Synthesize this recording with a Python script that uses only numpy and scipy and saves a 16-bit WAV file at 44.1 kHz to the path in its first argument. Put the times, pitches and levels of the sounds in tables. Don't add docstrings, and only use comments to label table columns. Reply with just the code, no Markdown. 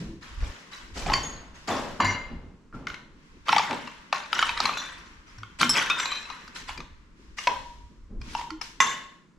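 import sys
import numpy as np
from scipy import signal
from scipy.fft import rfft, irfft, next_fast_len
from scipy.io import wavfile

SR = 44100
rng = np.random.default_rng(int(sys.argv[2]) if len(sys.argv) > 2 else 0)


def pcm_store(signal):
    levels = np.round(np.clip(np.atleast_2d(signal), -1, 1) * 32767)
    wavfile.write(sys.argv[1], SR, levels.astype(np.int16).T)


def gain_from_db(level_db):
    decades = np.asarray(level_db, float) / 20
    return 10 ** decades


N = 413658

# frequency in Hz, relative level in dB.
FLOOR_COLOUR_AT_MICS = [(180, -47), (300, -38.5), (549, -71), (912, -4), (3370, -8.5), (5420, -7),
                        (7760, -14.5), (8700, -20.5), (10100, -22.5), (14900, -38)]


def rms_one(x):
    return x / np.sqrt(np.mean(x ** 2) + 1e-20)


def at_hz(points, hz):
    table_hz, values = np.transpose(points)
    return np.interp(np.log(hz + 1), np.log(table_hz), values)


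def band(x, low_hz, high_hz):
    edges = [low_hz, min(high_hz, .45 * SR)]
    return signal.sosfilt(signal.butter(2, edges, "band", fs=SR, output="sos"), x)


def split(x, hz):
    return [signal.sosfilt(signal.butter(4, hz, kind, fs=SR, output="sos"), x) for kind in ("low", "high")]


def coloured(x, spectrum):
    length = x.shape[-1]
    size = next_fast_len(length)
    gain = gain_from_db(at_hz(spectrum, np.fft.rfftfreq(size, 1 / SR)))
    return irfft(rfft(x, size) * gain, size)[..., :length]


def drift(rate_hz):
    r = np.exp(-80 * np.pi * rate_hz / SR)
    noise = rng.standard_normal(N // 40 + 2002)
    slow = signal.lfilter([1], [1, -2 * r, r * r], noise)[2000:]
    return np.interp(np.arange(N) / 40, np.arange(len(slow)), rms_one(slow))


def ring(clicks, hz, t60):
    r = gain_from_db(-60 / (t60 * SR))
    w = 2 * np.pi * hz / SR
    return signal.lfilter([0, np.sin(w)], [1, -2 * r * np.cos(w), r * r], clicks + 1e-18)


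def pair(side_db):
    mid, side = rng.standard_normal((2, N))
    return mid + gain_from_db(side_db) * side * [[1], [-1]]


def presses(rows):
    gains = np.zeros((len(rows[0]) - 3, N))
    for s, rise, fall, *db in rows:
        t = np.arange(N - round(s * SR)) / SR
        shape = np.minimum(t / rise, np.exp((rise - t) / fall))
        gains[:, N - len(t):] += gain_from_db(np.array(db))[:, None] * shape
    return gains


def snaps(per_s, spread_db, clump_db, low_hz, cycles):
    sizes = gain_from_db(spread_db * np.minimum(rng.exponential(1, N), 5)) * rng.choice([-1, 1], N)
    born = rng.random(N) < per_s * gain_from_db(clump_db * drift(25)) / SR
    pitches = np.geomspace(low_hz, 13000, 24)
    pitches = pitches * gain_from_db(0.11 * rng.standard_normal(24))
    dealt = rng.integers(0, 24, N)
    total = np.zeros(N)
    for k, hz in enumerate(pitches):
        ringing = ring(sizes * born * (dealt == k), hz, cycles / hz)
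        total += rms_one(ringing) * np.sqrt(hz)
    return rms_one(total)


def hums(sag=1.7):
    # start in seconds, frequency in Hz, level in dB, length in seconds.
    tones = [(0.0, 163, -27, 0.07), (0.075, 329, -35, 0.13), (0.376, 55.2, -24, 0.11),
             (2.027, 97.6, -24.5, 0.16), (5.375, 107, -36.5, 0.12), (5.624, 243.4, -24.5, 0.11),
             (8.514, 315, -29, 0.081)]
    out = np.zeros(N)
    for s, hz, db, length in tones:
        t = np.arange(round(length * SR)) / SR
        shape = np.sqrt(np.sin(np.pi * t / length)) * np.exp(-sag * t / length)
        at = round(s * SR)
        out[at:at + len(t)] += gain_from_db(db) * shape * np.sin(2 * np.pi * hz * t)
    return out


def rumble(lumpy_db=3.0):
    # time in seconds, level in dB.
    strength = [(0.0, -45.5), (0.29, -54.5), (0.42, -30.5), (0.65, -66.5), (1.1, -34), (1.51, -52),
                (2.48, -41.5), (2.59, -63), (2.82, -50.5), (4.23, -64), (4.44, -52), (6.53, -58.5),
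                (6.82, -41), (6.87, -54), (8.1, -48.5), (8.15, -38), (9.33, -73.5), (9.38, -58.5)]
    seconds, levels = np.transpose(strength)
    deep_db = np.interp(np.arange(N) / SR, seconds, levels)
    upper_db = -60.5 + 0.11 * (deep_db - deep_db.mean())
    deep = rms_one(band(band(pair(-13.0), 11, 65), 5, 100))
    upper = rms_one(band(band(pair(-9), 110, 330), 140, 560))
    deep = deep * gain_from_db(deep_db + lumpy_db * drift(9.7))
    return deep + upper * gain_from_db(upper_db + lumpy_db * drift(12.0))


def still_air(level_db=-64):
    # frequency in Hz, relative level in dB.
    air_colour = [(59, -23), (100, 1.5), (176, 12.5), (731, -21.5), (1000, -0.5), (3450, -18.5),
                  (7170, -19.5), (14900, -48)]
    return gain_from_db(level_db) * rms_one(coloured(pair(-8.0), air_colour))


def thuds(rise_s=0.016):
    # start in seconds, fall in seconds, boom level in dB, knock level in dB.
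    steps = [(0, 0.096, -37, -56.5), (.41, 0.11, -52, -48), (0.951, 0.24, -45.5, -41),
             (1.06, 0.12, -34.5, -40), (1.675, 0.12, -40, -26.5), (1.995, 0.095, -30.5, -32.5),
             (2.3, 0.14, -43, -56), (2.732, 0.16, -41.5, -49.5), (3.48, 0.15, -42, -55),
             (3.695, 0.038, -55, -30), (4.37, 0.082, -51, -55.5), (4.62, 0.098, -44, -41),
             (5.6, 0.095, -33.5, -42), (6.769, 0.036, -41.5, -51), (7.465, 0.069, -55, -41),
             (8.09, 0.29, -46, -68), (8.799, 0.11, -47, -45.5)]
    boom, knock = presses([(s, rise_s, fall, boom_db, knock_db) for s, fall, boom_db, knock_db in steps])
    boom_noise = rms_one(band(band(pair(-19.0), 100, 299), 98, 660))
    knock_noise = rms_one(band(pair(-15.0), 130, 1100))
    return boom * boom_noise, knock * knock_noise


def grit(splinter_db=-4, dust_db=-12, pebble_db=1.5, firm_db=-47, sole_db=-12.5):
    # start in seconds, rise in seconds,
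    # fall in seconds, level in dB, treble in dB relative to that level.
    scuffs = [(0, 0.003, 0.082, -51, 1.5), (0.208, 0.024, 0.25, -48, -5), (.38, 0.065, .18, -48.5, -3.5),
              (.712, 0.013, 0.11, -46, -3.5), (0.938, 0.043, 0.12, -47, 7.5), (1.05, 0.059, 0.15, -37, -11),
              (1.54, 0.011, 0.41, -58, 0), (1.673, 0.0062, 0.12, -39.5, 2.5), (2, 0.0025, 0.09, -27, -53),
              (2.732, 0.018, 0.076, -60, -4), (2.868, 0.0029, 0.072, -41, -10.5), (3.1, 0.16, 1, -64.5, -4),
              (3.453, 0.066, 0.18, -30.5, -9), (4.125, 0.0093, 0.081, -34, -9.5),
              (4.299, 0.073, 0.17, -31.5, -7.5), (4.55, 0.094, 0.19, -35.5, -8),
              (5.26, 0.02, 0.54, -58.5, -6), (5.586, 0.033, 0.032, -27.5, 2),
              (5.729, 0.048, 0.067, -22, -8.5), (5.95, 0.026, 0.28, -36.5, -8.5),
              (6.546, 0.016, 0.039, -44, 4.5), (6.671, 0.015, 0.046, -41, -3.5),
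              (7.149, 0.067, 0.43, -69, 0.5), (7.368, 0.018, 0.13, -44, 4), (8.198, 0.2, 0.054, -46.5, 2),
              (8.61, 0.0053, 0.073, -47, 5), (8.803, 0.0034, 0.088, -29.5, -6.5)]
    crumbs = snaps(per_s=2500, spread_db=3.5, clump_db=4.0, low_hz=477.5, cycles=18.0)
    splinters = snaps(per_s=91, spread_db=5.5, clump_db=4.0, low_hz=2524, cycles=500.0)
    pebbles = snaps(per_s=350, spread_db=2.5, clump_db=4.0, low_hz=1151.3, cycles=80.0)
    grains = crumbs + gain_from_db(splinter_db) * splinters + gain_from_db(pebble_db) * pebbles
    pressure = presses([(s, rise, fall, db, db + treble_db, db + sole_db)
                        for s, rise, fall, db, treble_db in scuffs])
    firm = pressure[0] / (pressure[0] + gain_from_db(firm_db))
    dust = (1 - firm + gain_from_db(dust_db)) * pair(2.3)
    low, high = split(coloured(firm * grains + dust, FLOOR_COLOUR_AT_MICS), 2400)
    sole = band(band(pair(-16.0), 130, 1100), 130, 2000)
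    return sum(rms_one(part) * gain for part, gain in zip((low, high, sole), pressure))


def cracks(burst_s=0.0037, ring_db=-4, crush_db=-4, crush_follows=0.25, chip_db=-5, big_chip_db=-5.0,
           snap_db=-11, pan_db=1.94):
    # start in seconds, level in dB, pitch in Hz of the clearest ring
    # (the lump's if low, a chip's if high), treble in dB relative to the level.
    lumps = [(1.062, -18, 754, -15.5), (1.098, -13, 845, -15), (1.118, -13.5, 1050, -24.5),
             (1.135, -13, 4460, 3), (1.684, -24, 3050, -8), (2.003, -9.5, 1000, -29),
             (2.047, -17.5, 1010, -26), (2.869, -23, 2170, -3.5), (2.9, -26.5, 2200, -13),
             (2.942, -33.5, 1793, 2.5), (3.483, -12.5, 1180, -13), (3.49, -8.5, 2900, -16),
             (3.527, -5, 916, -15), (3.562, -7, 856, -11), (3.581, -10.5, 4540, -2),
             (3.594, -7, 917, -26.5), (3.709, -19, 850, -7), (3.728, -24.5, 990, -6), (3.873, -30, 2700, 0),
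             (4.126, -8, 1085, -13), (4.329, -11, 2900, -6), (4.39, -10.5, 1420, -3.5),
             (4.425, -8.5, 1330, -8), (4.492, -17.5, 926, 1.5), (4.574, -23.5, 3830, 1.5),
             (4.602, -15, 4280, 3), (4.654, -15, 4050, 1.5), (4.691, -12, 1194, -31),
             (4.771, -19.5, 1418, -7.5), (4.817, -27.5, 1940, -2.5), (5.075, -50.5, 4330, 5.5),
             (5.383, -42.5, 5530, 5), (5.432, -26, 2200, -11.5), (5.61, -15.5, 4400, -0.5),
             (5.63, -7.5, 1500, -4.5), (5.693, -18.5, 5440, -8), (5.898, -19, 2370, 4.5),
             (5.999, -20, 2480, 0.5), (6.056, -24, 3940, 5), (6.117, -21.5, 3900, -9.5),
             (6.155, -30.5, 3580, -2.5), (6.3, -29, 3940, -4.5), (6.477, -35.5, 4730, 3),
             (6.691, -22, 994, -9.5), (6.775, -36.5, 4710, 7.5), (6.803, -29, 2530, -2),
             (7.385, -29.5, 2820, 5.5), (7.471, -6.5, 980, -9.5), (8.214, -39, 4360, 4),
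             (8.35, -14, 900, -11), (8.412, -19.5, 927, -22), (8.504, -27.5, 4270, -0.5),
             (8.613, -27, 5200, 4.5), (8.8025, -10.5, 1080, 4)]
    size, lump_cycles, chip_cycles = 3000, 32, 70
    out = np.zeros((2, N))
    t = np.arange(size) / SR
    for s, db, hz, treble_db in lumps:
        noise = rng.standard_normal(size)
        drag, bulk, *chips = rng.random(6)
        lasts = burst_s * (.5 + drag)
        burst = noise * t / lasts * np.exp(-2.5 * t / lasts)
        coloured_burst = coloured(burst, FLOOR_COLOUR_AT_MICS)
        low, high = split(coloured_burst, 3570)
        small_chips_hz = 2000 * 3.7 ** np.array(chips)
        clink = sum(ring(coloured_burst, chip_hz, chip_cycles / chip_hz) for chip_hz in small_chips_hz)
        if hz < 1800:
            lump_hz, big_chip_hz = hz, 2000 * 1.5 ** bulk
        else:
            lump_hz, big_chip_hz = 1100 * 1.35 ** bulk, hz
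        lump = ring(burst, lump_hz, lump_cycles / lump_hz)
        big_chip = ring(burst, big_chip_hz, chip_cycles / big_chip_hz)
        parts = [(lump, ring_db), (low, crush_db + crush_follows * treble_db),
                 (big_chip, treble_db + big_chip_db), (high, treble_db + snap_db), (clink, treble_db + chip_db)]
        sound = sum(gain_from_db(part_db) * part / np.abs(part).max() for part, part_db in parts)
        sides_db = pan_db * noise[0] * np.array([[1], [-1]])
        at = round(s * SR)
        out[:, at:at + size] += (gain_from_db(db + sides_db) * sound)[:, :N - at]
    return split(out, 592)[1]


def shards(ring_share=.26, rattle_db=0.5, uneven_db=1.5):
    # frequency in Hz, level in dB, time in seconds for the rattle to fall 60 dB.
    ring_groups = [
        [(2126, -2, .22), (3085, -6, .3), (4560, -2, .28), (5852, -16, .3), (6912, -12, .25)],
        [(6632, 0, .4)],
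        [(996, -5, .4), (1755, -6, .35), (2105, 1, .5), (2848, -11, .45), (4016, -13, .5), (4511, -8, .33),
         (4786, -13, .45), (5889, -16, .38), (6934, -12, .33)],
        [(5346, 0, 0.2), (7725, -14, 0.2), (10150, -17, 0.13)],
        [(1389, 0, .35), (2560, -2, .2), (3640, -2, .2)],
        [(5959, 0, .3), (7391, -3, .4)],
        [(4000, 0, .25), (2482, -4, .25)],
        [(960, 0, .5)],
        [(1350, 0, .25)],
        [(3550, 0, .3), (4000, 0, .3), (5900, -4, .2), (6800, -8, .2)],
        [(1093, -2, .55), (1669, -7, .5), (2751, -11, .45), (3580, -4, .4), (6212, -3, .3), (7009, -6, .4),
         (7494, -11, .4), (9733, -20, .3), (10440, -20, .2)],
    ]
    # time in seconds, level in dB.
    group_blows = [
        [(1.1325, -29.5)],
        [(1.233, -37)],
        [(2.003, -34), (2.047, -31)],
        [(5.694, -18)],
        [(5.611, -32.5), (5.9005, -27.5)],
        [(5.9983, -39), (6.1185, -51.5)],
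        [(6.0561, -33), (6.119, -34.5), (6.1554, -39), (6.3001, -45.5)],
        [(7.471, -27.5), (8.351, -39)],
        [(2.727, -45.5)],
        [(4.775, -38)],
        [(8.803, -30.5)],
    ]
    out = np.zeros(N)
    for modes, blows in zip(ring_groups, group_blows):
        s, db = np.transpose(blows)
        at, size = int(s[0] * SR), int((s[-1] - s[0] + 1) * SR)
        for hz, level_db, t60 in modes:
            clicks = np.zeros(size)
            unevenness = uneven_db * rng.standard_normal(len(s))
            clicks[(s * SR).astype(int) - at] = gain_from_db(db + level_db + unevenness)
            dying = signal.lfilter([1], [1, -gain_from_db(-60 / (t60 * SR))], clicks + 1e-18)
            ring_s = ring_share * t60
            rattle = dying * rng.standard_normal(size) * gain_from_db(rattle_db) * np.sqrt(10 / (ring_s * SR))
            out[at:at + size] += ring(2 * clicks + 2 * rattle, hz, ring_s)[:N - at]
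    return out


def corridor(x, gap_s=0.0022, side_db=-5.0):
    # frequency in Hz, time in seconds to fall 60 dB.
    echo_times = [(300, 0.65), (1000, 0.49), (3000, 0.51), (7000, 0.38), (12000, 0.3)]
    t = np.arange(SR) / SR
    edges = np.geomspace(100, 16000, 9)
    noise = pair(side_db)[:, :SR]
    tail = np.zeros((2, SR))
    for low, high in zip(edges, edges[1:]):
        t60 = at_hz(echo_times, np.sqrt(low * high))
        tail += band(noise, low, high) * gain_from_db(-60 * t / t60)
    tail = tail * np.clip(t / gap_s - 1, 0, 1)
    tail = tail / np.sqrt(np.sum(tail ** 2) / 2)
    return signal.fftconvolve(x[None], tail, axes=1)[:, :N]


def scene():
    boom, knock = thuds()
    broken = cracks() + grit() + knock
    rung = shards()
    echoes = corridor(gain_from_db(-5.5) * broken.mean(axis=0) + gain_from_db(-7.5) * rung)
    balance = gain_from_db([[.6], [-.6]])
    return balance * (broken + rung + echoes) + boom + rumble() + hums() + still_air()


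def band_limit(x):
    return signal.sosfilt(signal.butter(12, 15080, fs=SR, output="sos"), x)


def record(dry):
    return band_limit(dry)


dry = scene()
out = record(dry)
pcm_store(out)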